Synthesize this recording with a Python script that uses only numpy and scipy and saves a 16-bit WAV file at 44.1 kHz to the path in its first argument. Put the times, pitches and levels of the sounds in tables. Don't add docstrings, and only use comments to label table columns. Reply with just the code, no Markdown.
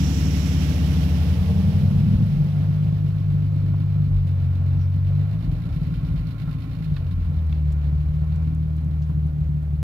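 import sys
import numpy as np
from scipy import signal
from scipy.fft import rfft, irfft, next_fast_len
from scipy.io import wavfile
from scipy.ndimage import map_coordinates

SR = 44100
rng = np.random.default_rng(int(sys.argv[2]) if len(sys.argv) > 2 else 0)


def log_audio(samples):
    frames = np.atleast_2d(samples).T
    limited = np.clip(frames, -1, 1)
    pcm = np.round(limited * 32767).astype(np.int16)
    wavfile.write(sys.argv[1], SR, pcm)


N = 433483

# frequency_hz, level_db (per Hz)
TAILPIPE_COLOUR = [(60, -51.5), (110, -14.5), (128, -7.5), (143, 1), (158, -2), (180, -10), (207, -21.5),
                   (265, -26.5), (305, -29.5), (350, -38.5), (550, -46), (900, -82)]
# frequency_hz, level_db (per Hz)
SILENCER_COLOUR = [(15, -37.5), (31, -36), (39, -19), (44, -3.5), (48, -2), (54, -8), (61, -11), (73, -4),
                   (100, -10.5), (135, -31.5), (300, -101.5)]
# relative_strength (above the mean, no unit), valve_gear_db
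COUPE_CYLINDERS = [(1, 2), (-.6, 2.5), (-.3, 1), (.5, -2), (-.9, -3), (.3, -1.5)]


def amp(db):
    return 10 ** (np.asarray(db) / 20)


def unit(x):
    return x / np.sqrt(np.mean(x ** 2) + 1e-20)


def along(points, hz):
    f, v = np.transpose(points)
    return np.interp(np.log(hz + 1), np.log(f + 1), v)


def curves(rows):
    s, *columns = np.transpose(rows)
    return [np.interp(np.arange(N) / SR, s, column) for column in columns]


def wobble(rate):
    knots = rng.standard_normal(int(N * rate / SR) + 4)
    return map_coordinates(knots, [np.arange(N) * rate / SR])


def filtered(x, response):
    m = next_fast_len(N + SR // 2)
    return irfft(rfft(x, m) * response(np.fft.rfftfreq(m, 1 / SR)), m)[..., :N]


def ring(spectrum, size=16384):
    cepstrum = irfft(np.log(amp(along(spectrum, np.fft.rfftfreq(size, 1 / SR)))))
    cepstrum[1:size // 2] *= 2
    cepstrum[size // 2 + 1:] = 0
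    answer = irfft(np.exp(rfft(cepstrum)))
    return answer / np.abs(answer).max()


def rush(spectrum):
    # frequency_hz, likeness (0-1)
    likeness = [(200, 1), (400, 0.7), (750, 0.67), (1400, 0.22), (2800, 0.07), (6000, 0)]

    def mid_and_side(hz):
        angle = np.arccos(np.clip(along(likeness, hz), -1, 1)) / 2
        return amp(along(spectrum, hz)) * [np.cos(angle), np.sin(angle)]

    mid, side = filtered(rng.standard_normal((2, N)), mid_and_side)
    return np.array([mid + side, mid - side]) / np.std(mid)


def firing_samples(firings):
    return np.flatnonzero(np.diff(np.floor(firings)))


def yard_air():
    # frequency_hz, level_db (per Hz)
    air_colour = [(20, 4.5), (200, 14), (1000, 11.5), (3000, 3.5), (6000, -4), (9000, -6.5), (11500, -0.5),
                  (15500, -5)]
    return amp(-63.0) * rush(air_colour)


def chirp():
    centre_s, half_length_s, level_db = 4.82, .04, -65
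    pitch_hz, width_hz = 5500, 600
    band = unit(filtered(rng.standard_normal(N), lambda hz: np.exp(-((hz - pitch_hz) / width_hz) ** 2)))
    envelope = np.exp(-((np.arange(N) / SR - centre_s) / half_length_s) ** 2)
    return amp(level_db) * envelope * band


def tyres():
    # time_s, level_db
    tyre_level = [(2.6, -48.5), (3.2, -52.5), (5.5, -51.5), (6.5, -56), (7.7, -53), (9.83, -56.5)]
    # frequency_hz, level_db (per Hz)
    rolling_colour = [(150, -10.5), (400, -2.5), (550, -0.5), (800, -5.5), (950, -11), (2000, -15.5),
                      (5000, -29.5), (12000, -48)]
    return amp(curves(tyre_level)[0] + 1.5 * wobble(25)) * rush(rolling_colour)


def swell(pass_s, level_db, rise_db, fall_db):
    t = np.arange(N) / SR - pass_s
    return amp(level_db + rise_db * np.minimum(t, 0) - fall_db * np.maximum(t, 0))


def roadster_fan():
    # frequency_hz, level_db (per Hz)
    fan_colour = [(300, -22), (900, -7.5), (1300, -4), (2900, 1), (4500, -4.5), (5400, -5), (6500, -14),
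                  (9300, -18), (11500, -11), (15500, -20.5)]
    passing = swell(pass_s=0.8163, level_db=-42.5, rise_db=0, fall_db=9)
    return passing * amp(0.78 * wobble(30)) * rush(fan_colour)


def roadster_belt():
    # frequency_hz, level_db (per Hz)
    belt_colour = [(4000, -38.5), (5200, -6.5), (5600, -0.5), (6200, -7.5), (7500, -12), (10000, -32)]
    passing = swell(pass_s=0.55, level_db=-49, rise_db=-8, fall_db=17)
    return passing * amp(1.2 * wobble(40)) * rush(belt_colour)


def roadster_rasp(cycles, count):
    # frequency_hz, level_db (per Hz)
    rasp_colour = [(200, -28.5), (380, -7), (460, 6), (530, -5.5), (600, 0.5), (690, -8.5), (770, -5.5),
                   (950, -11), (1300, -16.5), (3000, -36.5)]
    at = firing_samples(cycles * count)
    pulses = np.zeros(N)
    pulses[at] = np.resize(rng.standard_normal(count), len(at)) + .15 * rng.standard_normal(len(at))
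    echo_t60_s = .3
    echoes = rng.standard_normal(SR // 5) * amp(-60 * np.arange(SR // 5) / SR / echo_t60_s)
    smear = signal.fftconvolve(ring(rasp_colour), echoes)
    growl = unit(signal.fftconvolve(pulses, smear)[:N])
    gas = unit(amp(2.6 * np.cos(2 * np.pi * cycles))) * rush(rasp_colour)
    passing = swell(pass_s=1.55, level_db=-42.5, rise_db=2.6, fall_db=15)
    return passing * (.6 * growl + .75 * gas)


def roadster_exhaust(cycles, cycle_rate):
    # order (multiple of the four-stroke cycle rate), relative_db
    exhaust_lines = [(5, -18.5), (8, 1), (10, -11), (11, -12), (12, -16), (13, -7), (14, -5.5), (15, -10.5),
                     (16, -1.5), (17, -15), (18, -17), (20, -21), (21, -18.5), (22, -22), (23, -15.5),
                     (24, -21.5), (25, -23), (26, -23.5), (27, -24.5), (28, -27.5), (30, -33), (31, -32.5),
                     (32, -24.5)]
    # frequency_hz, gain_db
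    muffler_gain = [(120, 0), (143, 3), (165, 0), (195, 1), (222, -7), (232, 1), (350, 0), (375, -3),
                    (395, -14)]
    low, high = np.zeros(N), np.zeros(N)
    for order, db in exhaust_lines:
        gain_db = db + along(muffler_gain, order * cycle_rate) + 1.2 * wobble(8.9)
        line = amp(gain_db) * np.sin(2 * np.pi * (order * cycles + rng.random()))
        if order < 20:
            low += line
        else:
            high += line
    tone = swell(pass_s=2.12, level_db=-19.5, rise_db=2, fall_db=25) * unit(low)
    bark = swell(pass_s=1.05, level_db=-33.5, rise_db=-1.5, fall_db=20) * unit(high)
    return tone + bark


def roadster(count=8):
    # time_s, firing_rate_hz
    roadster_speed = [(0, 94), (.65, 89.3), (1.25, 88), (1.55, 96), (2, 104.5), (2.17, 110), (2.4, 99),
                      (3.2, 91)]
    rate = curves(roadster_speed)[0]
    cycles = np.cumsum(rate * (1 + .002 * wobble(12))) / SR / count
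    exhaust = roadster_exhaust(cycles, rate / count)
    return exhaust + roadster_rasp(cycles, count) + roadster_fan() + roadster_belt()


def snap(hz, t60):
    t = np.arange(SR // 8) / SR

    def band(low_hz, high_hz):
        burst_noise = rng.standard_normal(len(t)) * amp(-60 * t / t60)
        b, a = signal.butter(3, [low_hz, min(high_hz, .45 * SR)], "band", fs=SR)
        return signal.lfilter(b, a, burst_noise)

    burst = band(hz * .45, hz * 1.46) + 0.51 * band(hz * 0.26, hz * 0.37)
    return burst / np.abs(burst).max()


def grit(count=22):
    # start_s, peak_db, pitch_hz, t60_s
    stones = [(3.737, -37, 800, .035), (4.271, -53, 7800, 0.091), (4.555, -54, 6460, .015),
              (6.477, -38, 1092, 0.12), (6.966, -33, 2400, 0.04), (7.468, -53, 8500, 0.018),
              (7.526, -34, 2400, 0.023), (7.721, -46, 6000, 0.035), (7.726, -48.5, 10250, .03),
              (8.359, -48, 5000, .03), (8.549, -48.5, 8038, .015), (8.765, -53.5, 9100, 0.046),
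              (9.02, -49, 4500, 0.13), (9.097, -39.5, 745, 0.032), (9.268, -54.5, 8900, 0.036)]
    small = [(7.6 + 2.1 * when, -62 + 9 * size, 4000 + 8000 * pitch, .012)
             for when, size, pitch in rng.random((count, 3))]
    out = np.zeros(N + SR)
    for start_s, peak_db, hz, t60 in stones + small:
        crack = amp(peak_db) * snap(hz, t60)
        out[round(start_s * SR):][:len(crack)] += crack
    return out[:N]


def panels(x):
    t60_s, share = .035, .45
    t = np.arange(SR // 10) / SR
    tail = rng.standard_normal((2, len(t))) * amp(-60 * t / t60_s)
    rung = signal.fftconvolve(x, tail / np.linalg.norm(tail[0]), axes=1)[:, :N]
    return (x + share * rung) / np.hypot(1, share)


def coupe_bay(firings, rate):
    # frequency_hz, level_db (per Hz)
    clatter_colour = [(600, -21), (1000, -7.5), (1500, -2), (2100, -1.5), (2500, -.5), (3000, 0.5),
                      (4000, -1), (5300, -9), (6200, -20), (7000, -16), (8500, -24.5), (11500, -14),
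                      (15500, -26)]
    # frequency_hz, width_hz, level_db
    pulley_bands = [(1068, 45, 3), (1365, 87, -3), (1630, 3.9, -5), (2350, 110, -11.5)]
    # time_s, distance_m
    coupe_distance = [(2.5, 8.4), (4.3, 8.5), (5.5, 7.56), (6.9, 7.2), (8.3, 8.65), (9.3, 12), (9.83, 13)]
    reference_m = 7
    doublings = np.log2(curves(coupe_distance)[0] / reference_m)
    rev_doublings = np.log2(rate / rate.mean())
    clatter_db = -58.5 - 12 * doublings + 7 * rev_doublings
    whirr_db = -57 - 10 * doublings + 2 * rev_doublings

    ticks = np.exp(-3.5 * (firings % 1))
    firing = firings.astype(int)
    total = firing[-1] + 1
    cylinder_db = np.resize(np.array(COUPE_CYLINDERS)[:, 1], total)
    scatter_db = 1.5 * rng.standard_normal(total)
    surge = amp(cylinder_db + scatter_db)[firing]
    clatter = amp(clatter_db) * unit(surge * (1 + 1.1 * ticks)) * panels(rush(clatter_colour))

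    def resonances(hz):
        return sum(amp(db) / (1 + ((hz - centre) / width) ** 2) for centre, width, db in pulley_bands)

    whirr = amp(whirr_db + 1.5 * wobble(5)) * unit(filtered(rush(clatter_colour), resonances))
    return clatter + whirr


def chuffs():
    # start_s, pulse_db (before the pipes ring)
    beats = [(2.069, -15.5), (2.144, -11.5), (2.361, -17), (4.079, -16), (5.477, -14), (5.523, -14),
             (5.971, -16.5), (6.914, -17.5), (7.122, -19)]
    pulses = np.zeros(N)
    for start_s, pulse_db in beats:
        pulses[round(start_s * SR)] = amp(pulse_db)
    return signal.fftconvolve(pulses, -.6 * ring(TAILPIPE_COLOUR) - .5 * ring(SILENCER_COLOUR))[:N]


def uneven_firings(firings, pipe, imbalance):
    at = firing_samples(firings)
    strengths = np.resize(np.array(COUPE_CYLINDERS)[:, 0], len(at))
    pulses = np.zeros(N)
    pulses[at] = rng.uniform(-0.88, 1, len(at)) + imbalance * strengths
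    return unit(signal.fftconvolve(pulses, ring(pipe))[:N])


def engine_line(firings, order):
    return np.sqrt(2) * np.sin(2 * np.pi * (order * firings + rng.random()))


def low_booms(firings, rate):
    # centre_s, half_length_s, peak_db
    booms = [(1.462, 0.098, -29.5), (2.099, 0.15, -31.5), (2.383, .07, -30.5), (4.169, 0.064, -28.5),
             (4.793, .3, -35), (5.513, 0.059, -31), (5.757, 0.11, -30.5), (6.091, 0.13, -27),
             (6.597, .2, -36.5), (7.1, 0.21, -27.5), (7.615, .12, -32), (8.037, 0.2, -30.5),
             (8.5, 0.16, -34.5), (9.379, .15, -32)]
    between_db = -38.5
    t = np.arange(N) / SR
    power = amp(between_db) ** 2
    for centre_s, half_s, db in booms:
        power = power + amp(db) ** 2 * np.exp(-((t - centre_s) / half_s) ** 2)
    first = amp(along(SILENCER_COLOUR, rate)) * engine_line(firings, order=1)
    return np.sqrt(power) * (uneven_firings(firings, SILENCER_COLOUR, imbalance=0.27) + first)


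def coupe_note(firings, rate):
    # time_s, drone_db, overtones_db
    pull = [(0, -22.5, -25.5), (0.5, -24, -32), (1.3, -21, -29), (2.3, -24, -23), (3.4, -23, -23.5),
            (4.65, -20.5, -25), (5.22, -20.5, -25), (5.45, -28.5, -27), (5.8, -31.5, -30),
            (6.2, -30.5, -28), (6.85, -32.5, -30.5), (7.15, -24, -33), (7.7, -21, -28.5),
            (8.7, -24.5, -26.5), (9.83, -25, -26.5)]
    # frequency_hz, relative_db
    overtone_colour = [(108, -13), (125, -4.5), (148, 0.5), (165, 0.5), (185, -21), (205, -22), (218, -16),
                       (232, -27), (255, -27), (271, -14), (285, -20)]
    pipe_hz, pipe_width_hz = 149.5, 12
    drone_db, tone_db = curves(pull)
    banks = engine_line(firings, order=2) + amp(-15.5) * engine_line(firings, order=1.5)
    drone = amp(drone_db + .4 * wobble(35)) * banks

    orders = np.arange(3, 6)
    weights = np.array([amp(along(overtone_colour, k * rate)) for k in orders])
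    resonance = np.sqrt(sum(1 / (1 + ((k * rate - pipe_hz) / pipe_width_hz) ** 2) for k in orders))
    overtones = sum(w * engine_line(firings, k) for k, w in zip(orders, weights))
    overtones = overtones / np.linalg.norm(weights, axis=0)
    return drone + amp(tone_db + 1.7 * wobble(11)) * resonance * overtones


def coupe_exhaust(firings, rate):
    # time_s, level_db
    burble_level = [(0, -38.5), (1.5, -31), (1.85, -25), (2.35, -23), (2.6, -28), (4.3, -30), (5.4, -32),
                    (5.9, -28.5), (6.4, -32), (9.83, -32)]
    # frequency_hz, level_db (per Hz)
    gas_colour = [(130, -23.5), (190, 0.5), (260, 5), (305, -1.5), (350, -12.5), (500, -25.5), (1000, -58),
                  (3000, -110)]
    burble_db = curves(burble_level)[0]
    burble = amp(burble_db) * uneven_firings(firings, TAILPIPE_COLOUR, imbalance=.6)
    gas_db = -46.5 + 10 * np.log10(rate / rate.mean()) + 2.4 * wobble(12)
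    gas = amp(gas_db) * rush(gas_colour)
    return coupe_note(firings, rate) + burble + gas


def scene():
    # time_s, firing_rate_hz
    coupe_speed = [(0, 36.2), (.8, 37.2), (1.25, 38.6), (1.85, 46), (2.15, 50.5), (2.45, 49.6),
                   (2.88, 50.4), (3.97, 49.8), (4.3, 46.6), (4.6, 45.4), (5.11, 48), (5.28, 50.5),
                   (5.48, 56.5), (5.75, 56.6), (6.23, 53.8), (6.8, 54.4), (7.05, 46), (7.49, 38.3),
                   (7.85, 36.5), (8.4, 39.4), (9.83, 36.9)]
    rate = curves(coupe_speed)[0] * (1 + .003 * wobble(12))
    firings = np.cumsum(rate) / SR
    background = yard_air() + chirp() + tyres()
    coupe = grit() + coupe_bay(firings, rate) + chuffs() + coupe_exhaust(firings, rate)
    return background + roadster() + low_booms(firings, rate) + coupe


def record(dry):
    # frequency_hz, left_minus_right_db
    shade = [(60, 1), (170, 0.88), (380, -2), (700, -3.5), (1290, -6.5), (2380, -12), (4400, -11),
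             (8000, -9), (15000, -9)]
    # frequency_hz, lag_rad
    phase_lag = [(45, .27), (75, 0.24), (150, 0.52), (250, 0.69), (600, 0.24)]
    top_hz = 15750

    def microphones(hz):
        pair = amp(np.outer([.5, -.5], along(shade, hz)))
        lag = np.exp(1j * np.outer([-.5, .5], along(phase_lag, hz)))
        return lag * pair / np.sqrt(np.mean(pair ** 2, axis=0)) * (hz < top_hz)

    return filtered(dry, microphones)


dry = scene()
out = record(dry)
log_audio(out)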